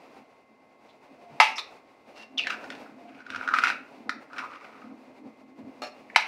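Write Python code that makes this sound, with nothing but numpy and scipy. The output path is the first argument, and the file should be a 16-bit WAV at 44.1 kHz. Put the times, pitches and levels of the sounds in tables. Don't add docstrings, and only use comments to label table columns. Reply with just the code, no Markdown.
import sys
import numpy as np
from scipy import signal
from scipy.fft import rfft, irfft, next_fast_len
from scipy.io import wavfile

SR = 44100
rng = np.random.default_rng(int(sys.argv[2]) if len(sys.argv) > 2 else 0)


def file_out(sig):
    cols = np.atleast_2d(sig).T
    lim = np.clip(cols, -1, 1)
    pcm = np.round(lim * 32767).astype(np.int16)
    wavfile.write(sys.argv[1], SR, pcm)


N = 276507
TIME_S = np.arange(N) / SR

# (frequency [Hz], gain [dB])
AIR_SPECTRUM = [(30, -18.5), (100, -11.5), (250, -4), (400, -4), (800, -0.5), (1150, -15), (1350, -18.5),
                (2500, -16.5), (3100, -28), (4500, -27.5), (7000, -36), (12500, -41), (16000, -54.5)]
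# (frequency [Hz], rms [dB])
WHINE_PARTIALS = [(1086, -71), (2077, -71.5)]
# (start [s], end [s], level [dB], frequency [Hz])
TONE_SWELLS = [(1.14, 1.42, -54, 696), (2.34, 2.58, -57, 698), (2.96, 3.22, -52, 694)]

# (time [s], boom [dB], rustle [dB])
ARM_LEVELS = [(0, -67, -55), (0.18, -64, -50.5), (0.35, -70, -63.5), (0.7, -68, -61.5), (1.3, -61.5, -53),
              (1.7, -67, -53), (2.0, -64.5, -60), (2.19, -60.5, -50), (2.28, -64.5, -60),
              (2.45, -54, -50.5), (2.72, -53, -46), (2.95, -52, -56.5), (3.25, -58, -55.5), (3.6, -51, -49),
              (3.9, -54.5, -52), (4.25, -65, -57.5), (4.45, -54, -51), (5.1, -57, -59), (5.8, -52.5, -55),
              (6.27, -61, -56)]
# (peak time [s], level [dB])
TABLE_BUMPS = [(0.1, -58.5), (0.2, -51.5), (0.52, -61), (1.12, -52.5), (1.33, -54.5), (2.36, -47),
               (2.72, -51), (4.001, -48.5), (4.079, -41), (4.17, -46.5), (4.86, -47), (4.93, -44.5),
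               (5.1, -48.5), (5.26, -44), (5.6, -45), (5.67, -45.5), (6.04, -56)]
# (frequency [Hz], width [Hz], gain [dB])
BOOM_MODES = [(221.9, 11.5, 0), (262.2, 24, 2), (304, 51, -6.5), (342, 300, -19.5), (144, 94, -20.5)]
# (frequency [Hz], gain [dB])
RUSTLE_SPECTRUM = [(100, -18), (300, -3.5), (450, 0), (750, 0.5), (1150, -8), (1700, -15), (2550, -10.5),
                   (3100, -21.5), (4600, -22), (7000, -32), (15000, -43)]

# (start [s], end [s], level [dB], resonance [Hz], width [Hz], grit [dB])
RUB_STROKES = [(0.882, 0.917, -65.5, 3330, 1490, -30), (1.288, 1.359, -57, 157, 70.8, -29.5),
               (1.556, 1.58, -43.5, 5250, 800, -6), (1.574, 1.602, -39, 1160, 455, 3.5),
               (1.578, 1.604, -36, 3670, 696, -18), (2.148, 2.252, -54.5, 2740, 135, 0.5),
               (3.286, 3.41, -62, 94, 70, -34), (5.60, 5.684, -62.5, 112, 71, -26),
               (6.098, 6.105, -44, 1980, 400, -28), (6.143, 6.17, -44, 2070, 600, -33)]
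# (frequency [Hz], gain [dB])
SPLINTER_SPECTRUM = [(100, -47.5), (400, -21), (900, 4.5), (2400, 13), (3150, 4), (4200, 4.5), (5800, -0.5),
                     (6700, -9), (11500, -20), (16000, -34)]

# (time [s], level [dB], sinking time [s], blade ring [dB], shell crunch [dB])
KNIFE_STRIKES = [(1.4006, -1, .019, -6, -22), (6.1604, 1.5, .002, -30, -29.5)]
# (frequency [Hz], width [Hz], gain [dB])
EGG_MODES = [(880, 280, -1), (1237, 200, 2), (2076, 180, 4), (2770, 880, -9), (3370, 870, -12.5),
             (4570, 530, -17.5)]
# (frequency [Hz], level [dB], T60 [s])
BLADE_MODES = [(765, -7, .13), (867, 0, .13), (1112, -10, .13), (1240, -12, .13), (1938, -8, .07),
               (2130, -8, .12), (2195, -7, .09), (2490, -15, .15), (2692, -12, .16), (2845, -16, .16),
               (3558, -13, .11), (5017, -21, .1)]

# (time [s], pitch [Hz])
HOLLOW_PITCH = [(2.376, 3390), (2.40, 2600), (2.455, 2290), (2.468, 1710), (2.505, 1506), (3.35, 1440),
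                (3.56, 1360), (3.7, 1422), (4.38, 1377), (4.42, 1270)]
# (time [s], force [dB], brightness [dB])
GRIND_PRISING = [(2.372, -59, -11), (2.38, -31.5, -15), (2.455, -40, -9), (2.48, -36.5, -3.5),
                 (2.53, -36, -1.5), (2.58, -48.5, -18), (2.69, -76, -26), (2.72, -48, 0), (2.79, -71, -12),
                 (2.87, -55, -25), (2.93, -71, -18)]
GRIND_SQUEEZING = [(3.07, -64.5, 1), (3.28, -56.5, -6.5), (3.32, -44, -5.5), (3.45, -44, -5.5),
                   (3.48, -35, -27), (3.56, -30, -4.5), (3.625, -39.5, -1), (3.66, -35, 6),
                   (3.71, -35.5, 0.5), (3.74, -53, 5)]
GRIND_SETTING_DOWN = [(4.3, -57, -20), (4.335, -43.5, -14.5), (4.365, -42, -10), (4.39, -33, -7.5),
                      (4.44, -37.5, -14.5), (4.48, -49.5, -9), (4.58, -51.5, -5), (4.8, -54.5, -8.5),
                      (4.92, -63, -6.5)]
# (time [s], body [dB], treble [dB])
SHELL_SNAPS = [(2.376, -26, -36), (2.394, -15.5, -30), (2.4014, -20, -41), (2.4696, -22, -16),
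               (2.5041, -21, -27), (2.6416, -32, -37.5), (2.7023, -34, -25.5), (2.7507, -44, -39),
               (3.2038, -39.5, -46), (3.265, -34.5, -41), (3.302, -33, -27), (3.3472, -23.5, -33),
               (3.36, -23, -28.5), (3.4111, -23, -48), (3.4764, -16, -28), (3.4875, -16.5, -29),
               (3.538, -9, -22), (3.5426, -14, -24), (3.55, -18, -33), (3.5863, -9, -14.5),
               (3.6365, -8.5, -15.5), (3.6706, -14.5, -17.5), (3.701, -15.5, -21), (4.0936, -19, -18.5),
               (4.3317, -33.5, -38), (4.3821, -28, -23.5), (4.392, -33, -37)]

# (time [s], level [dB])
BOUNCES = [(5.8199, -26), (5.8224, -33), (5.8300, -31.5), (5.8365, -27), (5.8430, -52), (5.8500, -31.5),
           (5.8690, -34.5)]
# (frequency [Hz], level [dB], T60 [s])
BOUNCE_MODES = [(632, 0, .1), (735, -5, .07), (840, -2, .07), (1175, -5, .07), (1300, -5, .06),
                (1635, -11, .07), (2400, -9, .05), (2740, -8, .05), (3700, -14, .05), (4250, -4, .07),
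                (5400, -13, .07), (6700, -19, .06)]

# (frequency [Hz], gain [dB])
ROOM_SPECTRUM = [(150, -14), (500, 3), (900, -1), (1350, -2), (1720, -0.5), (2100, -2.5), (2750, 0),
                 (3100, -7.5), (3800, 2), (5600, 1.5), (6800, -0.5), (15000, 0.5)]
# (frequency [Hz], T60 [s])
ROOM_DECAY = [(300, .42), (1200, .37), (2600, .41), (3800, .27), (6000, .28), (12000, .25)]


def from_db(db):
    return 10 ** (np.asarray(db) / 20)


def unit_rms(x):
    return x / np.sqrt(np.mean(x ** 2) + 1e-20)


def unit_peak(x):
    return x / (np.abs(x).max() + 1e-20)


def at_hz(points, hz):
    points_hz, values = np.transpose(points)
    return np.interp(np.log(np.maximum(hz, 1)), np.log(points_hz), values)


def add(out, time_s, sound):
    start = max(round(time_s * SR), 0)
    out[start:start + len(sound)] += sound[:max(N - start, 0)]


def lowpass(x, edge_hz, order=2):
    return signal.sosfilt(signal.butter(order, edge_hz, fs=SR, output="sos"), x)


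def highpass(x, edge_hz):
    return signal.sosfilt(signal.butter(2, edge_hz, "high", fs=SR, output="sos"), x)


def colour(x, spectrum):
    size = 2 * next_fast_len(len(x))
    bins_hz = np.arange(size // 2 + 1) * SR / size
    cepstrum = irfft(np.log(from_db(at_hz(spectrum, bins_hz))))
    cepstrum[1:size // 2] *= 2
    cepstrum[size // 2 + 1:] = 0
    return irfft(rfft(x, size) * np.exp(rfft(cepstrum)))[:len(x)]


def resonate(x, hz, width_hz):
    radius = np.exp(-np.pi * width_hz / SR)
    gain = (1 - radius ** 2) / 2
    feedback = [1, -2 * radius * np.cos(2 * np.pi * hz / SR), radius ** 2]
    return signal.lfilter([gain, 0, -gain], feedback, x)


def resonate_steep(x, hz, width_hz):
    return resonate(resonate(x, hz, width_hz), hz, width_hz)


def resonate_gliding(x, hz, width_hz):
    carrier = np.exp(2j * np.pi * np.cumsum(hz) / SR)
    radius = np.exp(-np.pi * width_hz / SR)
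    baseband = signal.lfilter([(1 - radius) ** 2], [1, -2 * radius, radius ** 2], x / carrier)
    return np.real(carrier * baseband)


def waver(size, rate_hz):
    return np.interp(TIME_S[:size] * rate_hz, np.arange(600), rng.standard_normal(600))


def background(air_db=-65.5):
    out = from_db(air_db) * unit_rms(colour(rng.standard_normal(N), AIR_SPECTRUM))
    for hz, db in WHINE_PARTIALS:
        out += from_db(db) * unit_rms(np.sin(2 * np.pi * hz * TIME_S))
    for start_s, end_s, db, hz in TONE_SWELLS:
        swell = signal.windows.tukey(round((end_s - start_s) * SR), .7)
        tone = resonate_steep(rng.standard_normal(SR), hz, width_hz=30)[-len(swell):]
        add(out, start_s, from_db(db) * swell * unit_rms(tone))
    return out


def arm_movement(boom_waver_db=3.5, rustle_waver_db=3, waver_hz=22,
                 attack_s=.026, release_s=.03, puff_db=-9):
    bumps = np.zeros(N)
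    for peak_s, db in TABLE_BUMPS:
        slope_s = np.where(TIME_S < peak_s, attack_s, release_s)
        bumps += from_db(db) * np.exp(-((TIME_S - peak_s) / slope_s) ** 2)
    boom = unit_rms(sum(from_db(db) * resonate_steep(rng.standard_normal(N), hz, width_hz)
                        for hz, width_hz, db in BOOM_MODES))
    rustle = unit_rms(colour(rng.standard_normal(N), RUSTLE_SPECTRUM))
    puff = unit_rms(lowpass(colour(rng.standard_normal(N), RUSTLE_SPECTRUM), edge_hz=1000))
    times_s, boom_db, rustle_db = np.transpose(ARM_LEVELS)
    boom_gain = from_db(np.interp(TIME_S, times_s, boom_db) + boom_waver_db * waver(N, waver_hz))
    rustle_gain = from_db(np.interp(TIME_S, times_s, rustle_db) + rustle_waver_db * waver(N, waver_hz))
    return np.hypot(boom_gain, bumps) * boom + rustle_gain * rustle + from_db(puff_db) * bumps * puff


def slipping(size, slips_per_s=1300, spread_db=3.5, pressure_db=1, pressure_hz=60):
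    slips = (rng.random(size) < slips_per_s / SR) * rng.choice([-1, 1], size)
    strength = from_db(spread_db * rng.standard_normal(size))
    hiss = .035 * rng.standard_normal(size)
    return (slips * strength + hiss) * from_db(pressure_db * waver(size, pressure_hz))


def scrape(slips, hz, width_hz, grit_db):
    body = unit_rms(resonate_steep(slips, hz, width_hz))
    return body + from_db(grit_db) * unit_rms(colour(slips, SPLINTER_SPECTRUM))


def rubs():
    out = np.zeros(N)
    for start_s, end_s, db, hz, width_hz, grit_db in RUB_STROKES:
        size = round((end_s - start_s) * SR)
        slips = slipping(size) * signal.windows.tukey(size, .4)
        slips = np.pad(slips, (0, size))
        add(out, start_s, from_db(db) * scrape(slips, hz, width_hz, grit_db) / np.sqrt(2))
    return out


def fracture(crumble_s, crumble_db, size=2000):
    force = from_db(crumble_db) * rng.standard_normal(size) * np.exp(-TIME_S[:size] / crumble_s)
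    force[0] = 1
    return force


def egg_knock(hardness_db_per_octave):
    hz, width_hz, db = np.transpose(EGG_MODES)
    force = fracture(crumble_s=.00068, crumble_db=-24)
    gains = from_db(db + hardness_db_per_octave * np.log2(hz / hz[0]))
    modes = sum((-1) ** k * gains[k] * resonate(force, hz[k], width_hz[k]) for k in range(len(hz)))
    return unit_peak(lowpass(modes, edge_hz=5000))


def splintering(run_s, size=2000):
    age = TIME_S[:size] / run_s
    burst = rng.standard_normal(size) * np.sqrt(age) * np.exp(-age)
    return unit_peak(colour(burst, SPLINTER_SPECTRUM))


def ringing(modes, scatter_db, size=12000):
    hz, db, t60_s = np.transpose(modes)[:, :, None]
    age_s = TIME_S[:size]
    start_db = db + scatter_db * rng.standard_normal(db.shape)
    partials = from_db(start_db - 60 * age_s / t60_s) * np.sin(2 * np.pi * hz * age_s)
    return unit_peak(partials.sum(axis=0))


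def knife_strikes(step_s=.0013, step_growth=1.32, step_loss_db=1.6, max_steps=8,
                  splinter_db=-12, crunch_decay_s=.041, main_mode_db=.5, size=6000):
    out = np.zeros(N)
    delays_s = step_s * (step_growth ** np.arange(max_steps) - 1) / (step_growth - 1)
    for time_s, db, sinking_s, ring_db, crunch_db in KNIFE_STRIKES:
        for k, delay_s in enumerate(delays_s):
            knock = egg_knock(hardness_db_per_octave=5 if k == 0 else -3)
            step = knock + from_db(splinter_db) * splintering(run_s=.002)
            if delay_s <= sinking_s:
                add(out, time_s + delay_s, from_db(db - step_loss_db * k) * step)
        crunch = scrape(slipping(size), hz=2470, width_hz=910, grit_db=-3)
        crunch *= np.exp(-TIME_S[:size] / crunch_decay_s)
        main_mode = unit_peak(resonate_steep(signal.unit_impulse(size), hz=877, width_hz=69))
        add(out, time_s + step_s, from_db(crunch_db) * crunch)
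        add(out, time_s + step_s, from_db(ring_db + main_mode_db) * main_mode)
        add(out, time_s + step_s, from_db(ring_db) * ringing(BLADE_MODES, scatter_db=0))
    return highpass(out, edge_hz=600)


def hollow_hz(time_s):
    return np.interp(time_s, *np.transpose(HOLLOW_PITCH))


def shell_grinding(pitch_scatter=.085, shifts_per_s=350, overtone_ratio=1.63, grit_db=-9):
    out = np.zeros(N)
    for gesture in (GRIND_PRISING, GRIND_SQUEEZING, GRIND_SETTING_DOWN):
        times_s, force_db, bright_db = np.transpose(gesture)
        span_s = np.arange(times_s[0], times_s[-1], 1 / SR)
        slips = slipping(len(span_s), slips_per_s=1100, spread_db=2.5, pressure_db=3.5, pressure_hz=90)
        contact_shift = np.exp(pitch_scatter * waver(len(span_s), shifts_per_s))
        hz = hollow_hz(span_s) * contact_shift
        body = unit_rms(resonate_gliding(slips, hz, width_hz=310))
        overtone = unit_rms(resonate_gliding(slips, hz * overtone_ratio, width_hz=750))
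        grit = from_db(grit_db) * unit_rms(colour(slips, SPLINTER_SPECTRUM))
        force = from_db(np.interp(span_s, times_s, force_db))
        brightness = from_db(np.interp(span_s, times_s, bright_db))
        add(out, times_s[0], force * (body + brightness * (overtone + grit)))
    return highpass(out, edge_hz=550)


def shell_snaps(overtone_ratio=1.107, overtone_db=-11):
    out = np.zeros(N)
    for time_s, body_db, treble_db in SHELL_SNAPS:
        force = fracture(crumble_s=.0027, crumble_db=-22.5)
        hz = hollow_hz(time_s)
        body = unit_peak(resonate_steep(force, hz, width_hz=250))
        overtone = unit_peak(resonate_steep(force, hz * overtone_ratio, width_hz=500))
        treble = from_db(overtone_db) * overtone + splintering(run_s=.0019)
        add(out, time_s, from_db(body_db) * body + from_db(treble_db) * treble)
    return lowpass(out, edge_hz=8000, order=1)


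def clatter(ring_db=3, tick_db=-9.5):
    out = np.zeros(N)
    for time_s, db in BOUNCES:
        add(out, time_s, from_db(db + ring_db) * ringing(BOUNCE_MODES, scatter_db=2))
        add(out, time_s, from_db(db + tick_db) * splintering(run_s=.0096))
    return highpass(out, edge_hz=400)


def kitchen_echo(x, early_db=-9, early_decay_s=.0088, tail_db=-7.5, gap_s=.003, size=26000):
    age_s = TIME_S[:size]
    white = rfft(rng.standard_normal(size))
    bins_hz = np.arange(len(white)) * SR / size
    centres_hz, t60s_s = np.transpose(ROOM_DECAY)
    tail = np.zeros(size)
    for band_weights, t60_s in zip(np.eye(len(t60s_s)), t60s_s):
        band = irfft(white * at_hz(np.c_[centres_hz, band_weights], bins_hz))
        tail += band * from_db(-60 * age_s / t60_s)
    early = rng.standard_normal(size) * np.exp(-age_s / early_decay_s)
    response = (from_db(early_db) * unit_rms(early) + from_db(tail_db) * unit_rms(tail)) / np.sqrt(size)
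    out = np.zeros(N)
    add(out, gap_s, signal.fftconvolve(x, colour(response, ROOM_SPECTRUM))[:N])
    return out


def scene():
    contacts = knife_strikes() + shell_snaps() + shell_grinding() + rubs() + clatter()
    return (contacts + kitchen_echo(contacts) + arm_movement() + background())[None]


def record(dry, bass_cut_hz=55, top_cut_hz=15700):
    clipped = dry / (1 + dry ** 8) ** (1 / 8)
    top_cut = signal.ellip(10, .1, 80, top_cut_hz, fs=SR, output="sos")
    return signal.sosfilt(top_cut, highpass(clipped, bass_cut_hz))


dry = scene()
out = record(dry)
file_out(out)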